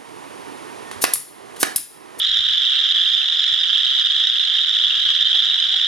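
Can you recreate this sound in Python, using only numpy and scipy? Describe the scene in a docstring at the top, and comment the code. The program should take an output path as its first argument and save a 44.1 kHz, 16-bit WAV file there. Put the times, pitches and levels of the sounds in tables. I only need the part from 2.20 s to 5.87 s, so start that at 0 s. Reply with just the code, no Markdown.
"""A dense chorus of small frogs trills over a shallow pond: each call is a comb of short tones rising in pitch.
The loudest pulses of near frogs stand out with noise and treble ticks; reeds and banks scatter the sound.
Far off one bird clucks in bell-shaped tones that arch in pitch, and another whistles in gliding sines.
Shaped noise gives light wind on the microphone ports and the hiss of open air; a faint sine hum comes and goes.
A limiter holds the peaks down, and the input stage bends slightly on them."""
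import sys
import numpy as np
from scipy import signal
from scipy.fft import rfft, irfft, next_fast_len
from scipy.io import wavfile
from scipy.ndimage import uniform_filter1d, minimum_filter1d, map_coordinates

SR = 44100
rng = np.random.default_rng(int(sys.argv[2]) if len(sys.argv) > 2 else 0)


def transcribe(u):
    """Save the signal u as a 16-bit wav file named by the first command-line argument.

    u: samples, shape (n,) or (channels, n), limited to [-1, 1]; the rate is SR.
    q: integer samples, one column per channel.
    """
    v = np.clip(np.atleast_2d(u).T, -1, 1)
    q = np.round(v * 32767).astype(np.int16)
    wavfile.write(sys.argv[1], SR, q)


def voltage_ratio(level):
    """Linear amplitude factor for a level in decibels (scalar or array-like)."""
    return 10 ** (np.asarray(level, float) / 20)


N = 161847  # samples

# Loudest pulses of near frogs: [t/s, level/dB before NEAR_DB, f/Hz]
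NEAR_PULSES = [(0.0313, -9, 3490), (0.0478, -6, 3660), (0.1406, -8, 3690), (0.161, -7, 3650),
               (0.1695, -5, 3490), (0.2663, -8, 3620), (0.2853, -9, 3660), (0.2987, -8, 3340),
               (0.3257, -10, 3280), (0.3351, -6, 3400), (0.4174, -6, 3590), (0.5043, -8, 3680),
               (0.5407, -9, 3590), (0.5901, -9, 3640), (0.6315, -7, 3540), (0.6883, -7, 3680),
               (0.7198, -8, 3070), (0.7637, -8, 3210), (0.7821, -6, 3260), (0.7996, -7, 3270),
               (0.8275, -7, 3530), (0.8754, -5, 3310), (0.9153, -9, 3360), (0.9343, -6, 3330),
               (0.9797, -6, 3340), (1.1298, -7, 3420), (1.1952, -8, 3510), (1.2396, -8, 3390),
               (1.255, -7, 3500), (1.279, -7, 3470), (1.2885, -7, 3550), (1.3229, -6, 3540),
               (1.3418, -5, 3370), (1.4331, -5, 3580), (1.5015, -6, 3280), (1.5309, -8, 3300),
               (1.5589, -7, 3350), (1.5783, -7, 3330), (1.6686, -7, 3350), (1.7345, -9, 3450),
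               (1.7804, -6, 3640), (1.8208, -6, 3360), (1.8482, -9, 3430), (2.0004, -8, 3220),
               (2.0697, -8, 3600), (2.0697, -4, 3660), (2.169, -7, 3260), (2.1999, -7, 3500),
               (2.2139, -6, 3600), (2.3526, -8, 3320), (2.3605, -7, 3660), (2.384, -9, 3170),
               (2.4054, -7, 3640), (2.4922, -7, 3610), (2.5481, -6, 3460), (2.5686, -8, 3660),
               (2.601, -8, 3240), (2.6374, -7, 3170), (2.6668, -4, 3510), (2.7048, -8, 3480),
               (2.7531, -7, 3170), (2.797, -7, 3320), (2.8898, -6, 3090), (2.9018, -6, 3360),
               (3.0106, -9, 3530), (3.026, -6, 3560), (3.0704, -6, 3530), (3.0924, -8, 3530),
               (3.1507, -8, 3450), (3.1717, -7, 3610), (3.1921, -11, 3450), (3.2016, -8, 3430),
               (3.237, -7, 3300), (3.2545, -6, 3730), (3.275, -8, 3560), (3.2989, -8, 3710),
               (3.3413, -7, 3700), (3.4052, -9, 3210), (3.4376, -8, 3170), (3.5244, -9, 3270),
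               (3.5678, -5, 3510), (3.5957, -9, 3110), (3.6112, -7, 3550), (3.6451, -8, 3270)]
# Partials of one pulse: [multiple of the pitch, level/dB, factor on the bell widths]
PULSE_PARTIALS = [(0.368, -34.5, 1.88), (0.428, -28.5, 1.7), (.52, -20.5, 1.166), (.66, -27.5, 0.97),
                  (.76, -30.5, 1.3), (1, 3, 0.88), (1.52, -21, 0.85), (2, -28.5, 0.79), (2.4, -40, .4)]
# Nominal bell widths before and after the peak, and delay of a near pulse's peak after its listed time
RISE_S, FALL_S, PEAK_AFTER_S = 0.00097, 0.00099, 0.0019
PARTIAL_SCATTER_DB, NEAR_DB = 2, -6  # scatter of the partials below 0 dB; offset of the near pulses
# Noise in every pulse, relative spectrum: [f/Hz, density level/dB]
RASP_SPECTRUM = [(3000, -28.5), (4500, 14), (6000, 8.5), (8000, -5.5), (12000, -16), (14500, -9),
                 (16000, -13.5)]
NEAR_RASP_DB = -51.5  # rms

# The crowd: one call, and how frogs differ
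CALL_EVERY_S, PULSES_PER_S, RATE_LOG_SPREAD, JITTER_S = 1.15, 20, 0.15, 0.002
START_HZ, SIZE_SPREAD_HZ, CLIMB_HZ, PULSE_SCATTER_HZ = 3176.4, 227, 474, 68.6
SWELL_DB, PULSE_SCATTER_DB = 4.5, 0.79
MIDDLE_DB, MIDDLE_SPREAD_DB, FAR_DB = -22, 2, -21  # tone rms a few metres off, its spread; far shore
# Left minus right level, its change per unit of place, lag between the ports, scatter of near places
SIDE_DB, PAN_SPREAD_DB, PORT_LAG_S, NEAR_SPREAD = -3, 0.5, 4e-5, 0.62

# Decay of scatter off reeds and banks: [f/Hz, time to fall 60 dB/s]
REED_DECAY = [(500, 0.18), (3500, 0.41), (12000, 0.11)]
REEDS_DB, ECHO_SHARED = -4, 0.55  # echo level; share of one common tail mixed into both ports

# Treble ticks in the trills of the closest frogs: [t/s, level/dB before TICK_GAIN_DB]
TICK_EVENTS = [(0.0967, -47), (0.1176, -47), (0.1496, -47), (0.1695, -38), (0.194, -51), (0.2054, -48),
               (0.2628, -46), (0.3067, -45), (0.3197, -45), (0.3556, -48), (0.378, -48), (0.411, -49),
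               (0.4439, -50), (0.4958, -50), (0.5402, -45), (0.5861, -48), (0.6255, -49), (0.6769, -49),
               (0.7806, -46), (0.8754, -45), (0.9333, -48), (0.9837, -47), (1.035, -46), (1.0894, -45),
               (1.1443, -48), (1.2785, -50), (1.3418, -43), (1.3982, -46), (1.4331, -44), (1.5319, -48),
               (1.7095, -46), (1.7399, -49), (1.7674, -46), (1.8582, -48), (1.9131, -47), (1.951, -50),
               (1.9654, -47), (1.9924, -50), (2.0068, -46), (2.0687, -43), (2.138, -44), (2.2204, -47),
               (2.4309, -47), (2.4917, -46), (2.5406, -45), (2.5656, -49), (2.6504, -48), (2.7087, -45),
               (2.7526, -49), (2.83, -47), (2.8903, -47), (3.247, -45), (3.2984, -47), (3.3503, -48),
               (3.3907, -49), (3.5673, -47)]
# Relative spectrum of a tick: [f/Hz, density level/dB]
TICK_SPECTRUM = [(3000, -38), (4500, 9), (7500, 3.5), (9000, 0.5), (12500, -3), (14500, 1.5), (16000, -3.5)]
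# Likeness of the two sides in the ticks: [f/Hz, correlation]
TICK_ALIKE = [(5000, 0.62), (14000, 0.4)]
TICK_S, TICK_GAIN_DB = 0.001, -1  # bell width, also the delay of its peak

# Clucks of a far bird: [middle t/s, peak level/dB, nominal top f/Hz, factor on the length]
CLUCK_EVENTS = [(.465, -65, 735, 1), (.53, -53, 840, 0.79), (.592, -52, 895, 0.72), (.623, -52, 880, 0.41),
                (.973, -63.5, 754, 1.6), (1.03, -49.5, 825, 0.82), (1.088, -45, 970, 0.39),
                (1.122, -65, 920, 0.65), (1.16, -54, 1020, 0.82), (1.302, -57, 800, 1.6),
                (1.36, -56, 780, 0.52), (1.415, -48, 930, 0.64), (1.497, -60.5, 986, 1.8),
                (1.655, -56, 772, 2.1), (1.7, -58, 920, 1), (1.722, -58, 770, .8), (1.775, -46, 900, 0.65),
                (1.968, -54, 808, 1.8), (2.02, -52, 870, 0.68), (2.075, -51.5, 920, 0.71),
                (2.18, -57, 900, 1), (2.272, -52, 825, 1.5), (2.327, -51, 916, 0.61), (2.38, -55, 940, 1.2),
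                (2.552, -57.5, 774, 1), (2.605, -53, 950, 0.65), (2.732, -53, 940, 0.86),
                (3.067, -47, 923, 0.55), (3.147, -47.5, 835, 0.93), (3.26, -50.5, 850, 0.66),
                (3.332, -52, 800, 0.75), (3.368, -48, 990, 0.91), (3.435, -46.5, 830, 0.54),
                (3.5, -50, 927, 1.6), (3.543, -43.5, 848, 1.3), (3.603, -51.5, 1010, 0.76)]
# The one partial of a cluck: [multiple of the nominal pitch, level/dB, factor on the bell widths]
CLUCK_PARTIAL = [(0.98, 0, 0.93)]
# Nominal bell widths, and share of the pitch lost one width from the peak
CLUCK_RISE_S, CLUCK_FALL_S, CLUCK_BEND = 0.008, 0.0063, 0.052
FAINT_CLUCK_DB, FAINT_CLUCK_HZ, FAINT_SPREAD_HZ = -61, 900, 100  # other cluckers, nominal pitch
# Whistles of a far songbird: [start t/s, length t/s, from f/Hz, to f/Hz, level/dB before flutter]
WHISTLE_EVENTS = [(.64, .09, 7080, 7000, -52), (1.159, .053, 5010, 5180, -42),
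                  (1.222, .032, 7230, 5270, -51), (1.387, .058, 5020, 4940, -44),
                  (1.466, .026, 7270, 5200, -41), (1.61, .052, 4960, 4980, -46),
                  (1.68, .028, 7400, 5430, -48.5), (1.801, .06, 5020, 4800, -46),
                  (1.89, .035, 7330, 5200, -41)]

# Puffs of wind on the ports: [middle t/s, rms level/dB before wobble, bell width t/s]
WIND_PUFFS = [(0.102, -52.5, 0.032), (0.203, -46, 0.011), (0.294, -51, 0.047), (.66, -69.5, 0.031),
              (0.79, -56.5, 0.056), (1.283, -66, .015), (1.34, -48, 0.019), (2.556, -64.5, .03),
              (2.674, -53, 0.021), (2.763, -52, 0.012), (2.862, -57, 0.03), (3.03, -58.5, 0.064),
              (3.154, -63, 0.041), (3.468, -54, 0.018), (3.56, -64.5, 0.087)]
CALM_DB = -70.5  # wind rms between the puffs, before wobble
# Relative spectrum of the wind: [f/Hz, density level/dB]
WIND_SPECTRUM = [(15, -36), (25, -2), (60, 0.5), (130, -5), (325, -24.5), (520, -48), (880, -120)]
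# Likeness of the two sides in the wind: [f/Hz, correlation]
WIND_ALIKE = [(40, 0.18), (200, 0.6)]
# Slow course of the hum, before wobble and port offsets: [t/s, rms level/dB]
HUM_LEVEL = [(0, -86), (.7, -97), (.76, -69), (1.25, -69.5), (1.3, -78), (1.42, -66.5), (2.2, -67),
             (2.26, -91), (2.34, -66.5), (3.05, -65.5), (3.14, -77), (3.24, -62.5), (3.6, -66.5),
             (3.67, -80)]
HUM_HZ = 130.4
# Relative spectrum of the open air: [f/Hz, density level/dB]
AIR_SPECTRUM = [(20, -12), (100, -14.5), (250, -8), (550, -10.5), (1050, -7.5), (1300, 8.5), (2300, 10.5),
                (4500, 11), (8000, -11.5), (12000, -22), (14500, -17.5), (16000, -22)]
AIR_DB = -40.5  # rms
# Likeness of the two sides in the open air and the rasp: [f/Hz, correlation]
AIR_SIDES_ALIKE = [(250, 0.23), (1200, .9), (4000, 0.68), (12000, 0.23)]

LIMIT_DB, LIMIT_S, BEND = -3.5, 0.003, 0.042  # limiter threshold and window; cubic share of the input stage


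def unit(x):
    """Energy normalization: scales a signal to rms 1."""
    return x / np.sqrt(np.mean(x ** 2) + 1e-20)


def along(points, hz):
    """Logarithmic frequency scale: interpolates (f/Hz, value) points on it."""
    f, value = np.transpose(points)
    return np.interp(np.log(hz + 1), np.log(f + 1), value)


def wobble(rate):
    """Slow randomness: a smooth curve through random knots, rate of them a second."""
    knots = rng.standard_normal(int(N * rate / SR) + 4)
    return map_coordinates(knots, [np.arange(N) * rate / SR])


def rush(spectrum, alike):
    """Spectral shaping: stereo noise of rms 1, its sides correlated through shares of mid and side."""
    m = next_fast_len(N + 8192)
    hz = np.fft.rfftfreq(m, 1 / SR)
    turn = np.arccos(np.clip(along(alike, hz), 0, 1)) / 2
    noise = rfft(rng.standard_normal((2, m))) * voltage_ratio(along(spectrum, hz))
    mid, side = irfft(noise * [np.cos(turn), np.sin(turn)], m)[:, :N]
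    return unit(np.array([mid + side, mid - side]))


def bursts(s, db, width_s):
    """Amplitude modulation: an envelope of short bells at times s."""
    at = np.clip(np.round(s * SR).astype(int), 0, N - 1)
    t = np.arange(-300, 301) / SR
    bell = np.exp(-(t / width_s) ** 2 / 2)
    return np.convolve(np.bincount(at, voltage_ratio(db), N), bell, "same")


def blips(s, db, hz, place, partials, rise_s, fall_s, side_db, bend=0, stretch=1):
    """Additive synthesis: bell-shaped tones peak at times s; place sets level and lag between the ports."""
    longest = 3.5 * SR * np.max(stretch) * max(p[2] for p in partials)
    before, after = int(longest * rise_s) + 40, int(longest * fall_s) + 40
    at = np.round(s * SR).astype(int)[:, None] + np.arange(-before, after)
    inside = (at >= 0) & (at < N)
    chance = rng.standard_normal((len(s), 2 * len(partials)))
    out = np.zeros((2, N))
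    for ch, sign in enumerate((0.5, -0.5)):
        t = at / SR - (s + sign * place * PORT_LAG_S)[:, None]
        wave = 0
        for k, (multiple, level_db, length) in enumerate(partials):
            u = t / np.where(t < 0, rise_s, fall_s) / (length * stretch)  # time in bell widths
            scatter_db = PARTIAL_SCATTER_DB * chance[:, 2 * k, None] * (level_db < 0)
            arched_t = t * (1 - bend * u ** 2 / 3)  # the pitch falls as u squared on both sides
            phase = 2 * np.pi * multiple * hz[:, None] * arched_t + 9 * chance[:, 2 * k + 1, None]
            wave = wave + voltage_ratio(level_db + scatter_db) * np.exp(-u ** 2 / 2) * np.sin(phase)
        wave = wave * voltage_ratio(db + sign * (side_db - PAN_SPREAD_DB * place))[:, None]
        out[ch] = np.bincount(at[inside], wave[inside], N)
    return out


def crowd(spread_db, rasp_db, count, size=12):
    """Superposition of many sources: frogs of mixed sizes repeat trills of swelling, climbing tones at rms 1."""
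    frog = rng.standard_normal((count, 4, 1, 1))
    first = (np.arange(count) + rng.random(count))[:, None, None] / count - 1  # turns, in calls
    # golden-ratio steps mix the sizes evenly over -1..1
    body = 2 * ((np.arange(count) * (np.sqrt(5) - 1) / 2 + rng.random()) % 1)[:, None, None] - 1
    call, step = np.arange(5)[:, None], np.arange(size)
    progress = step / (size - 1)
    s = (first + call) * CALL_EVERY_S + step / (PULSES_PER_S * np.exp(RATE_LOG_SPREAD * frog[:, 0]))
    s = s + JITTER_S * rng.standard_normal(s.shape)
    hz = START_HZ + SIZE_SPREAD_HZ * body + CLIMB_HZ * progress
    hz = hz + PULSE_SCATTER_HZ * rng.standard_normal(s.shape)
    db = spread_db * frog[:, 2] + SWELL_DB * progress + PULSE_SCATTER_DB * rng.standard_normal(s.shape)
    place = frog[:, 3] + 0 * s
    heard = (s > -0.01) & (s < N / SR + 0.01)
    s, db, hz, place = s[heard], db[heard], hz[heard], place[heard]
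    rasp = bursts(s, db, RISE_S) * rush(RASP_SPECTRUM, AIR_SIDES_ALIKE)
    tones = blips(s, db, hz, place, PULSE_PARTIALS, RISE_S, FALL_S, SIDE_DB)
    return voltage_ratio(rasp_db) * unit(rasp) + unit(tones)


def reeds(x, size=8192):
    """Diffuse scattering: decaying noise tails, drawn anew for each overlapping window, echo the sound."""
    out = np.zeros((2, N + SR))
    padded = np.pad(x, ((0, 0), (size, size)))
    for start in range(-size // 2, N, size // 2):
        hz, t, z = signal.stft(rng.standard_normal((3, SR // 5)), SR, nperseg=256)
        decay = voltage_ratio(-60 * t / along(REED_DECAY, hz)[:, None])
        tail = signal.istft(z * decay, SR, nperseg=256)[1]
        tail = ECHO_SHARED * tail[2] + (1 - ECHO_SHARED) * tail[:2]
        piece = padded[:, start + size:start + 2 * size] * signal.get_window("hann", size)
        echo = signal.fftconvolve(piece, tail / np.linalg.norm(tail[0]), axes=1)
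        out[:, start + size:start + size + echo.shape[1]] += echo
    return out[:, size:size + N]


def wind():
    """Turbulent pressure: low noise swells in bell-shaped puffs and wobbles separately at each port."""
    t = np.arange(N) / SR
    puffs = sum(voltage_ratio(db) * np.exp(-((t - s) / width) ** 2 / 2) for s, db, width in WIND_PUFFS)
    flutter = voltage_ratio(2.0 * np.array([wobble(17), wobble(25)]))
    return (voltage_ratio(CALM_DB) + puffs) * flutter * rush(WIND_SPECTRUM, WIND_ALIKE)


def hum():
    """Simple harmonic oscillation: one sine of slowly varying level, stronger at the right port."""
    t = np.arange(N) / SR
    level_db = np.interp(t, *np.transpose(HUM_LEVEL)) + 0.8 * wobble(8.7)
    tone = voltage_ratio(level_db) * np.sqrt(2) * np.sin(2 * np.pi * HUM_HZ * t)
    return tone * voltage_ratio([[-2.5], [1.5]])


def open_air():
    """Broadband noise: a steady hiss with the spectrum of the open air."""
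    return voltage_ratio(AIR_DB) * rush(AIR_SPECTRUM, AIR_SIDES_ALIKE)


def near_pulses():
    """Additive partials with modulated noise: the near frogs' pulses that stand out of the crowd."""
    s, db, hz = np.transpose(NEAR_PULSES)
    peak_s = s + PEAK_AFTER_S
    place = NEAR_SPREAD * rng.standard_normal(len(s))
    tones = blips(peak_s, db + NEAR_DB, hz, place, PULSE_PARTIALS, RISE_S, FALL_S, SIDE_DB)
    rasp = bursts(peak_s, db, RISE_S) * rush(RASP_SPECTRUM, AIR_SIDES_ALIKE)
    return tones + voltage_ratio(NEAR_RASP_DB) * unit(rasp)


def faint_clucks():
    """Random superposition: 60 faint arched tones at chance times, from cluckers farther still."""
    luck = rng.standard_normal((60, 2))
    s = rng.uniform(0, N / SR, 60)
    db = FAINT_CLUCK_DB + 3 * luck[:, 0]
    hz = FAINT_CLUCK_HZ + FAINT_SPREAD_HZ * luck[:, 1]
    return blips(s, db, hz, np.zeros(60), CLUCK_PARTIAL, CLUCK_RISE_S, CLUCK_FALL_S,
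                 side_db=-0.3, bend=CLUCK_BEND)


def treble_ticks():
    """Amplitude-modulated noise: wide treble ticks in the trills of the closest frogs."""
    s, db = np.transpose(TICK_EVENTS)
    return bursts(s + TICK_S, db + TICK_GAIN_DB, TICK_S) * rush(TICK_SPECTRUM, TICK_ALIKE)


def clucks():
    """Frequency modulation: a far bird's low tones arch in pitch under a bell envelope."""
    s, db, hz, longer = np.transpose(CLUCK_EVENTS)
    return blips(s, db, hz, 0 * s, CLUCK_PARTIAL, CLUCK_RISE_S, CLUCK_FALL_S,
                 side_db=0.0, bend=CLUCK_BEND, stretch=longer[:, None])


def whistles():
    """Phase as the integral of frequency: thin sines glide linearly in pitch and flutter in level."""
    out = np.zeros((2, N))
    for start, length, from_hz, to_hz, level_db in WHISTLE_EVENTS:
        n = int(length * SR)
        phase = 2 * np.pi * np.cumsum(np.linspace(from_hz, to_hz, n)) / SR
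        envelope = np.sin(np.pi * np.arange(n) / n) ** 0.37
        level = voltage_ratio(level_db + 6.2 * wobble(90)[:n])
        out[:, int(start * SR):][:, :n] += level * np.sin(phase) * envelope
    return out


def scene():
    """Superposition: near and middle frogs and birds with their echo, then the far shore and background."""
    near = near_pulses() + treble_ticks()
    middle = voltage_ratio(MIDDLE_DB) * crowd(MIDDLE_SPREAD_DB, rasp_db=-27, count=26)
    birds = clucks() + faint_clucks() + whistles()
    echoing = near + middle + birds
    echo = voltage_ratio(REEDS_DB) * reeds(echoing)
    far = voltage_ratio(FAR_DB) * crowd(1.0, rasp_db=-30.5, count=34)
    return echoing + echo + far + wind() + hum() + open_air()


def band_limit(x):
    """A steep low-pass at the top of the band."""
    return signal.sosfilt(signal.butter(12, 16460, fs=SR, output="sos"), x)


def record(dry):
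    """Nonlinear transfer: a fast limiter eases the peaks, a cubic bends them and a low-pass cuts the top."""
    span = int(LIMIT_S * SR)
    # the power 0.6 takes off only part of the excess
    gain = np.minimum(1, voltage_ratio(LIMIT_DB) / (np.abs(dry).max(0) + 1e-9)) ** 0.6
    held = dry * uniform_filter1d(minimum_filter1d(gain, span), span)
    bent = held - BEND * held ** 3
    low_pass = signal.ellip(12, 0.3, 80, 15800, fs=SR, output="sos")
    mix = signal.sosfilt(low_pass, bent)
    return band_limit(mix)


dry = scene()
out = record(dry)
transcribe(out)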